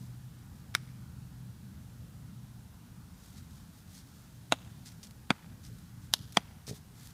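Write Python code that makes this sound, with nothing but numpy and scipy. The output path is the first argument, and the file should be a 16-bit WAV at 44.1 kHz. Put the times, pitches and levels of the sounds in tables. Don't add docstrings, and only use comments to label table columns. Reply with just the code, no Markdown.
import sys
import numpy as np
from scipy import signal
from scipy.fft import rfft, irfft, next_fast_len
from scipy.io import wavfile
from scipy.ndimage import uniform_filter1d, map_coordinates

SR = 44100
rng = np.random.default_rng(int(sys.argv[2]) if len(sys.argv) > 2 else 0)


def master(y):
    cut = np.clip(np.atleast_2d(y).T, -1, 1)
    pcm = np.round(cut * 32767)
    wavfile.write(sys.argv[1], SR, pcm.astype(np.int16))


N = 314433


def amp(db):
    return np.exp(np.asarray(db) * np.log(10) / 20)


def unit(x):
    return x / np.sqrt(np.mean(x ** 2) + 1e-20)


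def along(points, hz):
    f, values = np.transpose(points)
    return np.interp(np.log(hz + 1), np.log(f + 1), values)


def wobble(rate, size=N):
    knots = rng.standard_normal(int(size * rate / SR) + 4)
    fine = np.arange(4 * len(knots) - 4) / 4
    return np.interp(np.arange(size) * rate / SR, fine, map_coordinates(knots, [fine]))


def filtered(x, response):
    size = next_fast_len(len(x) + 8192)
    return irfft(rfft(x, size) * response(np.fft.rfftfreq(size, 1 / SR)), size)[:len(x)]


def coloured(x, spectrum):
    return unit(filtered(x, lambda hz: amp(along(spectrum, hz))))


def swell(t, rise, t60):
    return np.exp(np.maximum(np.where(t < 0, t / rise, -np.log(1000) * t / t60), -40))


def bell(t, width):
    return np.exp(-np.minimum((t / width) ** 2, 40))


def outside(t, start, length):
    return t - np.clip(t, start, start + length)


def scattered(x, grain_db):
    x = x * amp(grain_db * wobble(302, size=len(x)))
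    return x / np.linalg.norm(x)


def burst(t, rise, t60, grain_db):
    return scattered(rng.standard_normal(len(t)) * swell(t, rise, t60), grain_db)


def patchy(depth_db):
    bands = signal.stft(rng.standard_normal(N), nperseg=1024)[2]
    drift = uniform_filter1d(rng.standard_normal(bands.shape), size=6, axis=0)
    drift = unit(uniform_filter1d(drift, size=12, axis=1))
    low_weight = 1 / (1 + np.fft.rfftfreq(1024, 1 / SR)[:, None] / 5000)
    return signal.istft(bands * amp(depth_db * low_weight * drift), nperseg=1024)[1][:N]


# t/s, level/dB
RUMBLE_LEVELS = [(0, -49.5), (2.4, -50.5), (3.1, -52), (4.3, -52.5), (6.1, -51.5), (7.13, -54)]
# f/Hz, level/dB
RUMBLE_SPECTRUM = [(13, -60), (22, -36), (48, -8), (85, -3), (108, -3.5), (119, -1), (131, -5.5), (150, -4),
                   (193, -6), (265, -15), (305, -19), (380, -30), (461, -45), (600, -41.5), (780, -65.5),
                   (1320, -120)]
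TYRE_SPECTRUM = [(240, -23), (400, -1.5), (466, -2.5), (569, -6), (809, -2.5), (1080, -4.5), (1490, -4),
                 (2150, -11), (3970, -10.5), (6680, -12), (12700, -13), (14600, -15), (15500, -15)]


def traffic(tyre_db=-63):
    times, levels = np.transpose(RUMBLE_LEVELS)
    rumble_db = np.interp(np.arange(N) / SR, times, levels) + 1.2 * wobble(8)
    rumble = amp(rumble_db) * coloured(rng.standard_normal(N), RUMBLE_SPECTRUM)
    return rumble + amp(tyre_db) * coloured(patchy(depth_db=1.5), TYRE_SPECTRUM)


# t/s, hold/s, f/Hz, level/dB
DRONES = [(0, 1.87, 124, -51.5), (2.247, 0.32, 119.5, -53), (4.65, 0.16, 115, -57),
          (5.75, 0.46, 121, -56.5)]


def engines(fade_s=0.19, waver_hz=2.25, waver_db=1.7):
    t = np.arange(N) / SR
    out = np.zeros(N)
    for start, hold, hz, db in DRONES:
        pitch = hz + waver_hz * wobble(14)
        note = np.sqrt(2) * np.sin(2 * np.pi * np.cumsum(pitch) / SR)
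        out += amp(db) * bell(outside(t, start, hold), fade_s) * note
    return out * amp(waver_db * wobble(7.2))


# t/s, level/dB, time under load/s
STEPS = [(3.371, -59, 0.013), (3.946, -58.8, 0.053), (4.858, -52.7, 0.027), (5.033, -51, 0.0042),
         (5.64, -58, 0.026), (6.669, -46.5, 0.03)]
# t/s, level/dB, t60/s
SNAPS = [(4.919, -52, 0.039), (5.07, -54, .025), (5.1094, -46, 0.011), (5.785, -56, 0.045),
         (6.324, -45, .028), (7.0728, -42, .008)]
# top speed at t/s, level/dB, length/s
SWISHES = [(0.015, -66, 0.22), (.58, -72.5, 0.099), (3.293, -63, 0.26), (3.575, -66, 0.18),
           (3.77, -65, .08), (3.944, -61.5, .12), (4.17, -69, .25), (4.8, -72, 1), (5.746, -68.5, 0.28),
           (6.048, -66, 0.077), (6.36, -55, 0.041), (6.757, -57, 0.057), (7.045, -58.5, 0.17)]
# f/Hz, level/dB
GRASS_SPECTRUM = [(250, -30), (600, -21), (1000, -16), (2000, -8), (2700, -9), (3600, -4), (5500, -0.5),
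                  (7500, -5), (10000, -8.5), (15500, -20)]
CRISP_SPECTRUM = [(600, -47), (1000, -15.5), (2000, -6), (2700, -11), (3600, -3), (5500, -3.5), (7500, -5),
                  (10000, -9), (13000, -9.5), (15500, -12)]


def rustle(step_rise_s=0.0022, stamp_db=-48.5, cracks_per_s=980, crack_db=-7.5, cloth_rest_db=-82):
    def grains(spectrum, depth_db, rate):
        return coloured(rng.standard_normal(N) * amp(depth_db * wobble(rate)), spectrum)

    t = np.arange(N) / SR
    press = sum(amp(db) * swell(outside(t, s, load), step_rise_s * amp(stamp_db - db), t60=0.13)
                for s, db, load in STEPS)
    snap = sum(amp(db) * swell(t - s, rise=0.00031, t60=t60) for s, db, t60 in SNAPS)
    sweep = amp(cloth_rest_db) + sum(amp(db) * bell(t - s, length / 2) for s, db, length in SWISHES)
    cracks = coloured(rng.standard_normal(N) * (rng.random(N) < cracks_per_s / SR), CRISP_SPECTRUM)
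    steps = press * (grains(GRASS_SPECTRUM, depth_db=4, rate=1400) + amp(crack_db) * cracks)
    snaps = snap * grains(CRISP_SPECTRUM, depth_db=5, rate=2000)
    cloth = sweep * grains(CRISP_SPECTRUM, depth_db=2.5, rate=200)
    return steps + snaps + cloth


# t/s, level/dB
FOOTFALLS = [(5.701, -9), (6.68, 3.5), (6.695, 5), (6.712, 9), (6.732, 2.5)]
# f/Hz, width/Hz, level/dB
TURF_MODES = [(137, 75, 3), (418.3, 16.4, 2), (577, 61, -19)]


def landing(soft_hz=650):
    def turf(hz):
        modes = sum(amp(db) * 1j * hz * width / (centre ** 2 - hz ** 2 + 1j * hz * width)
                    for centre, width, db in TURF_MODES)
        return modes / (1 + (hz / soft_hz) ** 4)

    blows = np.zeros(N)
    for s, db in FOOTFALLS:
        blows[round(s * SR)] = amp(db)
    return filtered(blows, turf)


# f/Hz, t60/s
TREE_DECAY = [(200, 1), (1500, 0.83), (4000, 0.91), (12000, 0.98)]


def tree_echo(build_s=0.014):
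    hz, t, bands = signal.stft(rng.standard_normal(SR // 2), SR, nperseg=256)
    envelope = amp(-60 * t / along(TREE_DECAY, hz)[:, None]) * (1 - np.exp(-t / build_s))
    tail = signal.istft(bands * envelope, SR, nperseg=256)[1][:SR // 2]
    return scattered(tail, grain_db=4)


# delay/s, level/dB
TRUNK_ECHOES = [(.139, -33), (0.155, -36)]
SCATTER_HZ = 500


def paths(hz, bounce_s, bounce_db, aim_db, bounce_hz=9000, trunk_hz=2200):
    ground = amp(bounce_db) * np.exp(-2j * np.pi * hz * bounce_s) / (1 + 1j * hz / bounce_hz)
    trunks = sum(amp(db + aim_db) * np.exp(-2j * np.pi * hz * delay) for delay, db in TRUNK_ECHOES)
    trunk_colour = hz / (hz + SCATTER_HZ) / (1 + 1j * hz / trunk_hz) ** 2
    return 1 + ground + trunks * trunk_colour


def pop(spectrum, peaks, size=4096):
    hz = np.fft.rfftfreq(size, 1 / SR)
    peaks_db = sum(boost / (1 + (2 * (hz - centre) / width) ** 2) for centre, width, boost in peaks)
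    cepstrum = irfft(np.log(amp(along(spectrum, hz) + peaks_db) + 1e-6))
    cepstrum[1:size // 2] *= 2
    cepstrum[size // 2 + 1:] = 0
    pulse = irfft(np.exp(rfft(cepstrum)))
    return pulse / np.linalg.norm(pulse)


# f/Hz, level/dB
CUPPED_PALM = [(30, -59), (80, -36), (280, -14.5), (900, -11.5), (1350, 0), (2000, -6), (2900, -10),
               (4400, -12), (5500, -6), (7000, -20), (10000, -14.5), (13000, -24), (15500, -23)]
FIRST_KICK = [(30, -44.5), (70, -32), (150, -5.5), (350, -8.5), (750, -4), (1800, -19), (3800, -7),
              (4500, -17.5), (7000, -17.5), (11000, -21.5), (15500, -45)]
SECOND_KICK = [(30, -35), (60, -20), (130, 1), (250, 4), (400, -8.5), (900, -3.5), (1900, -13), (2900, -26),
               (4500, -25), (6000, -26.5), (9000, -27), (15500, -49.5)]
FLAT_PALM = [(30, -59.5), (80, -22), (220, -2), (350, -16), (700, -2), (1700, -9.5), (2480, -12.5),
             (2900, 0), (5500, -0.5), (8500, -9), (11000, -4), (13500, -9.5), (15500, -23)]
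LAST_KICK = [(30, -47), (70, -17), (190, 1), (270, 0.5), (420, -3.5), (900, 0), (1600, -2.5), (2100, -3),
             (2700, -9.5), (4000, -17), (6500, -17), (9500, -17), (11500, -25.5), (15500, -34)]
# f/Hz, width/Hz, boost/dB
CUPPED_PEAKS = [(1520, 420, 1), (2240, 220, 10.5), (3700, 370, 10), (4900, 247, 4), (8020, 350, 8)]
FIRST_PEAKS = [(263, 57, 8.1), (730, 460, 12.5), (1456, 340, 15.3), (2070, 380, 14), (2740, 210, 11.7),
               (3630, 610, 8.9), (6560, 360, 14)]
SECOND_PEAKS = [(179, 140, 4), (1420, 130, 7.5), (2440, 600, 18), (3440, 620, 21.4), (4670, 400, 14.4)]
FLAT_PEAKS = [(1670, 480, 9.1), (3250, 190, 8.6), (3900, 610, 8.2), (5000, 290, 6.5), (6100, 800, 4)]
LAST_PEAKS = [(194, 84, 5.9), (680, 340, 11.3), (1950, 393, 3.2), (3380, 660, 19.2), (4810, 400, 19.2),
              (5950, 340, 17)]
# t/s, level/dB, ground bounce delay/ms, bounce/dB,
# finger touch lead/ms, touch/dB, flutter/dB, limb thud/dB, aim towards the trees/dB
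SLAPS = [(0.7507, 1.5, 0.56, -8.5, 0.23, -13, -13, -24, -1),
         (4.523, 6.5, 0.76, -11.5, 0.57, -9, -10.5, -9.5, -1.5),
         (5.3056, 6.5, 0.97, -23, 1.45, -7, -10, -11.5, 0.5),
         (6.1381, 4.7, 1.036, -12, 0.33, -16, -12.5, -23, 1.3),
         (6.3717, 7.5, 0.897, -6, 1.6, -6, -13.5, -15.5, -3)]


def slaps(closing_hz=4500, thud_hz=420, touch_hz=2500, lawn_db=-18, trees_db=-26, peak_share=0.48):
    def closing(hz):
        return ((closing_hz - 1j * hz) / (closing_hz + 1j * hz)) ** 3

    out = np.zeros(N)
    lead = SR // 100
    t = (np.arange(SR // 2) - lead) / SR
    impact = 1.0 * (t == 0)
    hands = [(CUPPED_PALM, CUPPED_PEAKS), (FIRST_KICK, FIRST_PEAKS), (SECOND_KICK, SECOND_PEAKS),
             (FLAT_PALM, FLAT_PEAKS), (LAST_KICK, LAST_PEAKS)]
    for strike, (spectrum, peaks) in zip(SLAPS, hands):
        s, db, bounce_ms, bounce_db, touch_ms, touch_db, flutter_db, thud_db, aim_db = strike
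        arrivals = filtered(impact, lambda hz: closing(hz) * paths(hz, bounce_ms / 1000, bounce_db, aim_db))
        flutter = amp(flutter_db) * burst(t - 0.0015, rise=0.00031, t60=0.015, grain_db=5)
        thud = amp(thud_db) * burst(t - 0.005, rise=0.0019, t60=0.028, grain_db=4.5)
        thud = filtered(thud, lambda hz: 1 / (1 + 1j * hz / thud_hz))
        touch = amp(touch_db) * burst(t + touch_ms / 1000, rise=0.00035, t60=0.0034, grain_db=0)
        touch = filtered(touch, lambda hz: hz ** 2 / (hz ** 2 + touch_hz ** 2))
        tail = amp(lawn_db) * burst(t - 0.003, rise=0.0099, t60=0.076, grain_db=2.5)
        tail[lead:] += amp(trees_db + aim_db) * tree_echo()[:-lead]
        tail = filtered(tail, lambda hz: hz ** 2 / (hz ** 2 + SCATTER_HZ ** 2))
        soft_peaks = [(hz, 2 * width, boost * peak_share) for hz, width, boost in peaks]
        smack = signal.fftconvolve(arrivals, pop(spectrum, peaks))
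        smack += signal.fftconvolve(touch + flutter + thud + tail, pop(spectrum, soft_peaks))
        start = round(s * SR) - lead
        out[start:start + len(smack)] += amp(db) * smack[:N - start]
    return out


def scene():
    return (slaps() + rustle() + landing() + traffic() + engines())[None]


def record(dry, top_hz=15450):
    return np.array([filtered(channel, lambda hz: 1 / np.sqrt(1 + (hz / top_hz) ** 240))
                     for channel in dry])


dry = scene()
out = record(dry)
master(out)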